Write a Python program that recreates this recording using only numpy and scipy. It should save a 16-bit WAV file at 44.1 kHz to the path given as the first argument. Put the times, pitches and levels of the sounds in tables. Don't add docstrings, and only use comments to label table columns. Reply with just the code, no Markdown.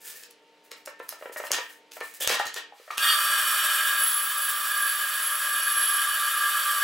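import sys
import numpy as np
from scipy import signal
from scipy.fft import rfft, irfft, next_fast_len
from scipy.io import wavfile
from scipy.ndimage import uniform_filter1d, map_coordinates

SR = 44100
rng = np.random.default_rng(int(sys.argv[2]) if len(sys.argv) > 2 else 0)


def to_wav(s):
    ch = np.atleast_2d(s).T
    pcm = np.round(np.clip(ch, -1, 1) * 32767)
    wavfile.write(sys.argv[1], SR, pcm.astype(np.int16))


N = 301203
TIME = np.arange(N) / SR
AT_SAW_S, CUT_START_S, MID_CUT_S = 2.72, 2.972, 4.7


def from_db(db):
    return np.exp(np.asarray(db) * (np.log(10) / 20))


def rms_one(x):
    return x / np.sqrt(np.mean(x ** 2) + 1e-20)


def at_hz(points, hz):
    listed_hz, value = np.transpose(points)
    return np.interp(np.log(np.maximum(hz, 1)), np.log(listed_hz), value)


def coloured(x, colour):
    size = next_fast_len(N)
    gains = from_db(at_hz(colour, np.arange(size // 2 + 1) * SR / size))
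    return rms_one(irfft(rfft(x, size) * gains, size)[:N])


def passed(x, hz, kind, order=2):
    return signal.sosfilt(signal.butter(order, np.clip(hz, 10, .45 * SR), kind, fs=SR, output="sos"), x)


def drift(per_s):
    points = rng.standard_normal(int(N / SR * per_s) + 3)
    return rms_one(np.interp(TIME * per_s, np.arange(len(points)), points))


def ring(x, hz, width):
    fade, turn = np.exp(-np.pi * width / SR), 2 * np.pi * hz / SR
    return signal.lfilter([0, np.sin(turn)], [1, -2 * fade * np.cos(turn), fade * fade], x + 1e-18)


def grains(per_s, spread_db):
    sizes = from_db(spread_db * np.minimum(rng.exponential(1, N), 4)) * rng.choice([-1, 1], N)
    return rms_one(sizes * (rng.random(N) < per_s / SR))


def contact(decay_s, size=8000):
    return rng.standard_normal(size) * np.exp(-np.arange(size) / (SR * decay_s))


def add(out, s, db, sound):
    at = max(round(s * SR), 0)
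    loudest = np.sqrt(uniform_filter1d(sound ** 2, size=132).max())
    out[at:at + len(sound)] += (from_db(db) * sound / loudest)[:N - at]


def onset(start_s, rise_s):
    return np.clip((TIME - start_s) / rise_s, 0, 1)


def gesture(start_s, length_s, db, rise_share=.19, sag_db_per_s=70, release_db_per_s=430):
    age = np.maximum(TIME - start_s, 0)
    level_db = db - sag_db_per_s * age - release_db_per_s * np.maximum(age - length_s, 0)
    return onset(start_s, rise_share * length_s) * from_db(np.maximum(level_db, -200))


def during_cut(rows):
    return from_db(np.interp(TIME, *np.transpose(rows))) * onset(CUT_START_S, 0.0027)


def swelling(peak_s, length_s, db):
    return from_db(db) * .5 ** np.minimum((2 * (TIME - peak_s) / length_s) ** 2, 40)


def sustained(hz, width, even_s=0.15):
    start = int(AT_SAW_S * SR)
    tone = ring(ring(rng.standard_normal(N - start), hz, width), hz, width * 6)
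    level = np.sqrt(np.abs(uniform_filter1d(tone ** 2, int(even_s * SR))) + 1e-9)
    return np.pad(tone / level, (start, 0))


def background():
    # (frequency [Hz], level [dB])
    hum_tones = [(301.0, -66), (453.5, -65), (908.0, -67.5)]
    # (frequency [Hz], level [dB])
    air_colour = [(18, -98), (30, -61), (240, -18), (296, -22), (404, -14), (448, -7.5), (597, -15.5),
                  (928, -20), (1000, -24), (2920, -21.5), (15000, -46)]
    idle_colour = [(100, -39), (400, -13), (1200, -6.5), (3000, -6.5), (6000, -11), (15000, -17)]
    at_saw = onset(AT_SAW_S, 0.056)
    hum = sum(from_db(db - 3) * np.sin(2 * np.pi * hz * TIME) for hz, db in hum_tones)
    hum *= from_db(2 * drift(6))
    air = from_db(-62.5) * coloured(rng.standard_normal(N), air_colour)
    idle = from_db(-58) * coloured(rng.standard_normal(N), idle_colour)
    return (1 - at_saw) * (hum + air) + at_saw * idle


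def tape_strokes():
    # (start [s], length [s], level [dB])
    strokes = [(0.0, 0.06, -52), (0.04, .085, -42.5), (0.12, 0.13, -49.5), (0.632, 0.041, -60),
               (0.752, .06, -63), (0.87, 0.026, -56), (1.01, .07, -62), (1.106, 0.033, -49.5),
               (1.172, 0.12, -55), (1.32, 0.019, -48), (1.364, .04, -43), (1.425, 0.051, -47),
               (1.56, 0.21, -50.5), (1.917, 0.052, -47.5), (2.022, 0.09, -44.5), (2.132, 0.035, -45),
               (2.2, 0.028, -30), (2.78, .17, -61)]
    # (frequency [Hz], level [dB])
    rustle = [(80, -37), (300, -12), (1200, -10.5), (1800, 1.5), (4000, -3.5), (8000, 1.5), (12000, 0),
              (15500, 2.5)]
    crinkle = rms_one(from_db(4.5 * np.tanh(drift(60))))
    crackles = from_db(-8) * grains(200, spread_db=2.5)
    skin = coloured(grains(4500, spread_db=3) * crinkle + crackles, rustle)
    boards = from_db(-15) * rms_one(ring(skin, 1830, 40))
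    pressure = sum(gesture(*row, rise_share=.3, sag_db_per_s=44, release_db_per_s=400) for row in strokes)
    return from_db(2) * pressure * (skin + boards)


def snaps(creak_samples=400):
    # (time [s], level [dB], centre frequency [Hz])
    clicks = [(0.236, -34, 5540), (0.3098, -40.5, 11000), (0.7164, -28.5, 3220), (0.8599, -29, 8750),
              (0.9973, -41.5, 2510), (1.091, -20, 13000), (1.372, -34, 13600), (1.4693, -30.5, 3620),
              (1.517, -9.5, 8500), (1.919, -33.5, 4630), (2.006, -30.5, 2680), (2.2748, -9.5, 6340),
              (2.2958, -15, 2940), (2.468, -24, 6840), (2.5428, -24.5, 7130), (2.9117, -32, 2990),
              (2.9799, -13.5, 4200)]
    out = np.zeros(N)
    for s, db, hz in clicks:
        creak = rng.standard_normal(creak_samples) * np.linspace(0, 1, creak_samples)
        click = np.concatenate([from_db(-19 - (db + 20) / 2) * creak, contact(0.0014)])
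        tone = passed(click, [hz * 0.44, hz * 1.4], "band", order=1)
        body = from_db(-12) * passed(click, 740, "high")
        add(out, s - creak_samples / SR, db, tone + body)
    return out


def knocks():
    # (time [s], level [dB], thud pitch [Hz], hardness [dB])
    hits = [(0.717, -37, 490, -7), (0.873, -29, 583, -2), (1, -27.5, 510, -1), (1.124, -32, 630, 8),
            (1.211, -37, 530, -15), (1.224, -29.5, 603, -12), (1.257, -27, 517, -9),
            (1.296, -31.5, 480, -19), (1.319, -37, 550, -24), (1.361, -25.5, 590, 2), (1.4, -23.5, 573, -3),
            (1.438, -24, 583, 2), (1.506, -23, 552, -9), (1.585, -21.5, 970, 9), (1.968, -31.5, 653, -4),
            (2.01, -23.5, 495, 15), (2.207, -30.5, 550, -28), (2.244, -28.5, 533, 6),
            (2.273, -23.5, 577, 9), (2.299, -17, 526, 11), (2.344, -25, 1050, 11), (2.398, -14, 815, -7),
            (2.46, -33, 850, 9), (2.723, -36, 820, -36), (2.798, -41, 494, -24), (2.878, -36, 625, -2),
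            (2.905, -21, 1210, -8)]
    # (frequency [Hz], level [dB], time to fade by 60 dB [s])
    wood_tones = [(529, -1.5, 0.079), (996, -2, 0.12), (1310, 5.5, 0.044), (1594, -7, 0.059),
                  (1823, -0.5, 0.21), (2322, -11, 0.12), (2800, -4, 0.031)]
    out = np.zeros(N)
    for s, db, thud_hz, hardness in hits:
        blow = contact(.0015)
        push = passed(signal.unit_impulse(len(blow)), 2250, "low")
        thud = passed(ring(push, thud_hz, width=80), .65 * thud_hz, "high", order=4)
        crack = passed(contact(0.0069), [650, 2400], "band", order=3)
        grip = 1 + .012 * rng.standard_normal(len(wood_tones))
        wood = sum(from_db(level) * ring(blow, hz * shift, np.log(1000) / (np.pi * fade_s))
                   for (hz, level, fade_s), shift in zip(wood_tones, grip))
        clack = rms_one(passed(wood, 340, "high", order=4)) + from_db(-0.5) * rms_one(crack)
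        add(out, s, db, rms_one(thud) + from_db(-1 + 0.36 * hardness) * clack)
    return out


def bumps():
    # (time [s], level [dB])
    pushes = [(1.361, -71), (1.512, -62), (2.273, -43.5), (2.461, -58)]
    bump = passed(passed(signal.unit_impulse(8000), 130, "low"), 25, "high", order=1)
    out = np.zeros(N)
    for s, db in pushes:
        add(out, s, db, bump)
    return out


def slides():
    # (start [s], length [s], level [dB])
    moves = [(1.524, 0.05, -27.5), (1.697, 0.0096, -51), (2.287, 0.07, -22.5), (2.39, 0.017, -30),
             (2.45, .03, -35.5), (2.558, 0.027, -33.5), (2.899, .06, -41)]
    # (frequency [Hz], level [dB])
    scrape = [(50, -49), (150, -19.5), (480, 0.5), (760, -0.5), (1300, 0.5), (1850, 1), (3200, 5),
              (4200, -0.5), (8000, -6), (13000, -10.5)]
    slips = coloured(grains(4000, spread_db=2.5), scrape) * from_db(2.6 * np.tanh(drift(90)))
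    wood = slips + from_db(-7.5) * rms_one(ring(slips, 1878, 45))
    edge = rms_one(passed(grains(1500, spread_db=0.5), [2960, 3560], "band"))
    rasp = gesture(start_s=2.203, length_s=0.058, db=-33) * (edge + from_db(-14.5) * wood)
    return from_db(-3.5) * sum(gesture(*row) for row in moves) * wood + rasp


def chips(bite):
    # (frequency [Hz], level [dB])
    chip_colour = [(300, -32.5), (490, -20), (590, -7.5), (720, -18), (880, -14.5), (1000, 0.5), (1250, 9),
                   (1450, 2.5), (1650, 8), (2000, -5), (3300, -3.5), (4200, -6), (6500, -7.5),
                   (12000, -4.5)]
    return from_db(-33) * bite ** 0.64 * coloured(grains(9000, spread_db=3), chip_colour)


def sawdust(bite, buried_s=3.82):
    # (frequency [Hz], level [dB])
    coarse_colour = [(3000, -36.5), (6500, -17), (7600, 4.5), (9000, -4.5), (11400, 6), (13000, 2),
                     (15700, -6)]
    fine_colour = [(9000, -35), (12500, -14), (14500, -4), (15300, 5)]
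    # (frequency [Hz], width [Hz], mid-cut level [dB], change as the cut deepens [dB/s])
    guide_tones = [(5514, 140, -14, -1), (8500, 170, -12, -1.5), (9290, 150, -13.5, -2),
                   (10260, 260, -9, 2), (11990, 130, -12, 1.5)]
    coarse = from_db(-35.5) * bite ** 0.66
    buried = onset(buried_s, 0.058)
    fine = buried * from_db(-28.5 - 5 * (TIME - buried_s)) + (1 - buried) * from_db(-40) * bite
    scraping = 0
    for hz, width, db, slope in guide_tones:
        level_db = db + slope * (TIME - MID_CUT_S) + 2.5 * np.tanh(drift(3.01))
        scraping += from_db(level_db) * sustained(hz, width)
    middle, side = [coarse * coloured(grains(14000, spread_db=3), coarse_colour)
                    + fine * coloured(grains(14000, spread_db=4.5), fine_colour) for _ in range(2)]
    spread = from_db(-12) * side * np.array([[1], [-1]])
    return passed(middle + coarse * scraping + spread, 1500, "high")


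def blade(bite):
    # (frequency [Hz], level [dB])
    blade_tones = [(635.2, -61), (802.1, -61.5), (1082, -59), (1179, -38.5), (1303, -45.5), (1346, -47),
                   (1394, -52), (1475, -52.5), (1620, -36.5), (1663, -37.5), (1728, -49), (1803, -50.5),
                   (1884, -62), (2105, -55.5), (2428, -52.5), (2503, -54), (2659, -58), (2880, -52.5),
                   (2961, -50.5), (2998, -47.5), (3106, -59.5), (3198, -55), (3241, -52.5), (3321, -53.5),
                   (3499, -53), (3548, -58.5), (3650, -50.5), (3871, -60), (4517, -51.5), (4597, -54.5)]
    # (time [s], level [dB])
    lower_ring = [(2.99, -40), (3.14, -31.5), (3.62, -43.5), (3.98, -37), (4.08, -51), (4.16, -36.5),
                  (4.44, -40), (4.87, -35.5), (5.26, -48.5), (5.28, -38.5), (6.61, -30.5), (6.8, -32)]
    upper_ring = [(2.99, -44), (3.03, -23), (3.11, -37), (3.28, -30.5), (3.32, -29), (3.5, -33),
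                  (4.01, -27.5), (4.05, -39.5), (4.53, -33.5), (4.61, -46), (4.67, -31), (4.8, -28),
                  (5.35, -37.5), (5.53, -30.5), (6.39, -33), (6.42, -27), (6.78, -34.5), (6.8, -26.5)]
    lower, upper = during_cut(lower_ring), during_cut(upper_ring)
    out = np.zeros(N)
    for hz, db in blade_tones:
        drive = lower if 1120 < hz < 1230 else upper if 1570 < hz < 1760 else bite
        if hz > 2300:
            drive = bite ** 1.1 * upper ** 0.25 * from_db(2 * drift(3.01))
            db += 1
        swell = drive / np.sqrt(np.mean(drive[TIME > 3.2] ** 2))
        out += from_db(db) * swell * sustained(hz, min(hz / 240, 9))
    return out * from_db([[-.6], [.6]])


def chatter(bite):
    # (frequency [Hz], width [Hz], level [dB])
    entry_tones = [(1860, 10, -32), (2864, 16, -35), (3235, 100, -29), (3574, 20, -32), (4553, 23, -30),
                   (8750, 90, -34)]
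    entry = swelling(peak_s=3.1, length_s=0.1, db=2.2) * onset(CUT_START_S, .01)
    settled = from_db(-16.5) * bite ** 0.48
    return (entry + settled) * sum(from_db(db) * sustained(hz, width) for hz, width, db in entry_tones)


def squeals(sag_share_per_s=.003):
    # (peak time [s], length [s], level [dB])
    swells = [(4.044, 0.073, -25), (4.16, .14, -29.5), (4.45, .11, -34), (4.857, .14, -32.5),
              (5.277, 0.1, -33), (5.597, 0.32, -39.5), (5.851, 0.26, -27.5)]
    # (frequency [Hz], width [Hz], level [dB])
    squeal_tones = [(11114, 48, 1), (3340, 2.7, -16)]
    faint = from_db(-37.5) * onset(CUT_START_S, 0.22)
    sticking = faint + sum(swelling(*row) for row in swells)
    tone = sum(from_db(db) * sustained(hz, width, even_s=0.077) for hz, width, db in squeal_tones)
    read_s = TIME - sag_share_per_s * (TIME - MID_CUT_S) ** 2 / 2
    sinking = map_coordinates(tone, [read_s * SR], order=5)
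    squeak = swelling(peak_s=6.09, length_s=.16, db=-35) * sustained(9850, 110)
    return sticking * sinking + squeak


def table_rumble(bite, lies_flat_s=3.18):
    # (frequency [Hz], level [dB])
    rumble = [(20, -7), (60, -11), (110, 1), (135, 13), (170, -4), (300, 5.5), (600, -5), (1500, -34)]
    shake = from_db(-76) * bite ** 1.3 * onset(lies_flat_s, .04)
    return shake * coloured(rng.standard_normal(N), rumble) * from_db(2.8 * drift(28))


def shop(x, echo_db, side_db, size=26000):
    # (frequency [Hz], time to fade by 60 dB [s])
    fade_times = [(200, 0.12), (800, 0.26), (2000, 0.42), (5500, 0.28), (14000, 0.066)]
    # (frequency [Hz], level [dB])
    ear_spread = [(200, -21), (550, -17), (1200, -4.5), (2500, -1.5), (5000, -2.5), (9500, -6.5),
                  (13000, 7)]
    t, hz = np.arange(size) / SR, np.arange(size // 2 + 1) * SR / size
    noise = rfft(rng.standard_normal((2, size)))
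    noise[1] *= from_db(at_hz(ear_spread, hz))
    edges = np.geomspace(200, SR / 2, 29)
    echoes = 0
    for low, high in zip(edges, edges[1:]):
        band = irfft(noise * ((hz >= low) & (hz < high)), size)
        echoes += band * np.exp(-np.log(1000) * t / at_hz(fade_times, np.sqrt(low * high)))
    echoes *= np.clip(t / 0.0092, 0, 1)
    middle, side = from_db([[echo_db], [echo_db + side_db]]) * echoes / np.sqrt(np.sum(echoes[0] ** 2))
    ears = np.array([middle + side, middle - side])
    return x + signal.oaconvolve(np.atleast_2d(x), ears, axes=1)[:, :N]


def scene():
    # (time [s], level [dB])
    feed = [(2.99, -46), (3.04, -33), (3.19, -36), (3.67, -35.5), (4.05, -39), (4.19, -43), (4.42, -42),
            (5.56, -41.5), (5.65, -41), (6.23, -40.5), (6.29, -40), (6.8, -39.5)]
    bite = during_cut(feed) / from_db(-38.5)
    judder = from_db(drift(60))
    handling = background() + from_db(0.8) * (tape_strokes() + slides()) + from_db(-6) * knocks()
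    bench = shop(handling, echo_db=-6, side_db=-2.5) + from_db(3.5) * bumps()
    clicks = shop(from_db(-7.5) * snaps(), echo_db=-3.5, side_db=-4.5)
    cutting = shop(judder * chips(bite), echo_db=-2.5, side_db=-8)
    dust = from_db(2) * judder * sawdust(bite)
    steel = from_db(3) * blade(bite) + from_db(-2.16) * (chatter(bite) + squeals())
    return bench + clicks + cutting + dust + shop(steel, echo_db=-18, side_db=8) + table_rumble(bite)


def record(dry, cutoff_hz=15780):
    return signal.sosfilt(signal.ellip(12, .1, 90, cutoff_hz, fs=SR, output="sos"), dry)


dry = scene()
out = record(dry)
to_wav(out)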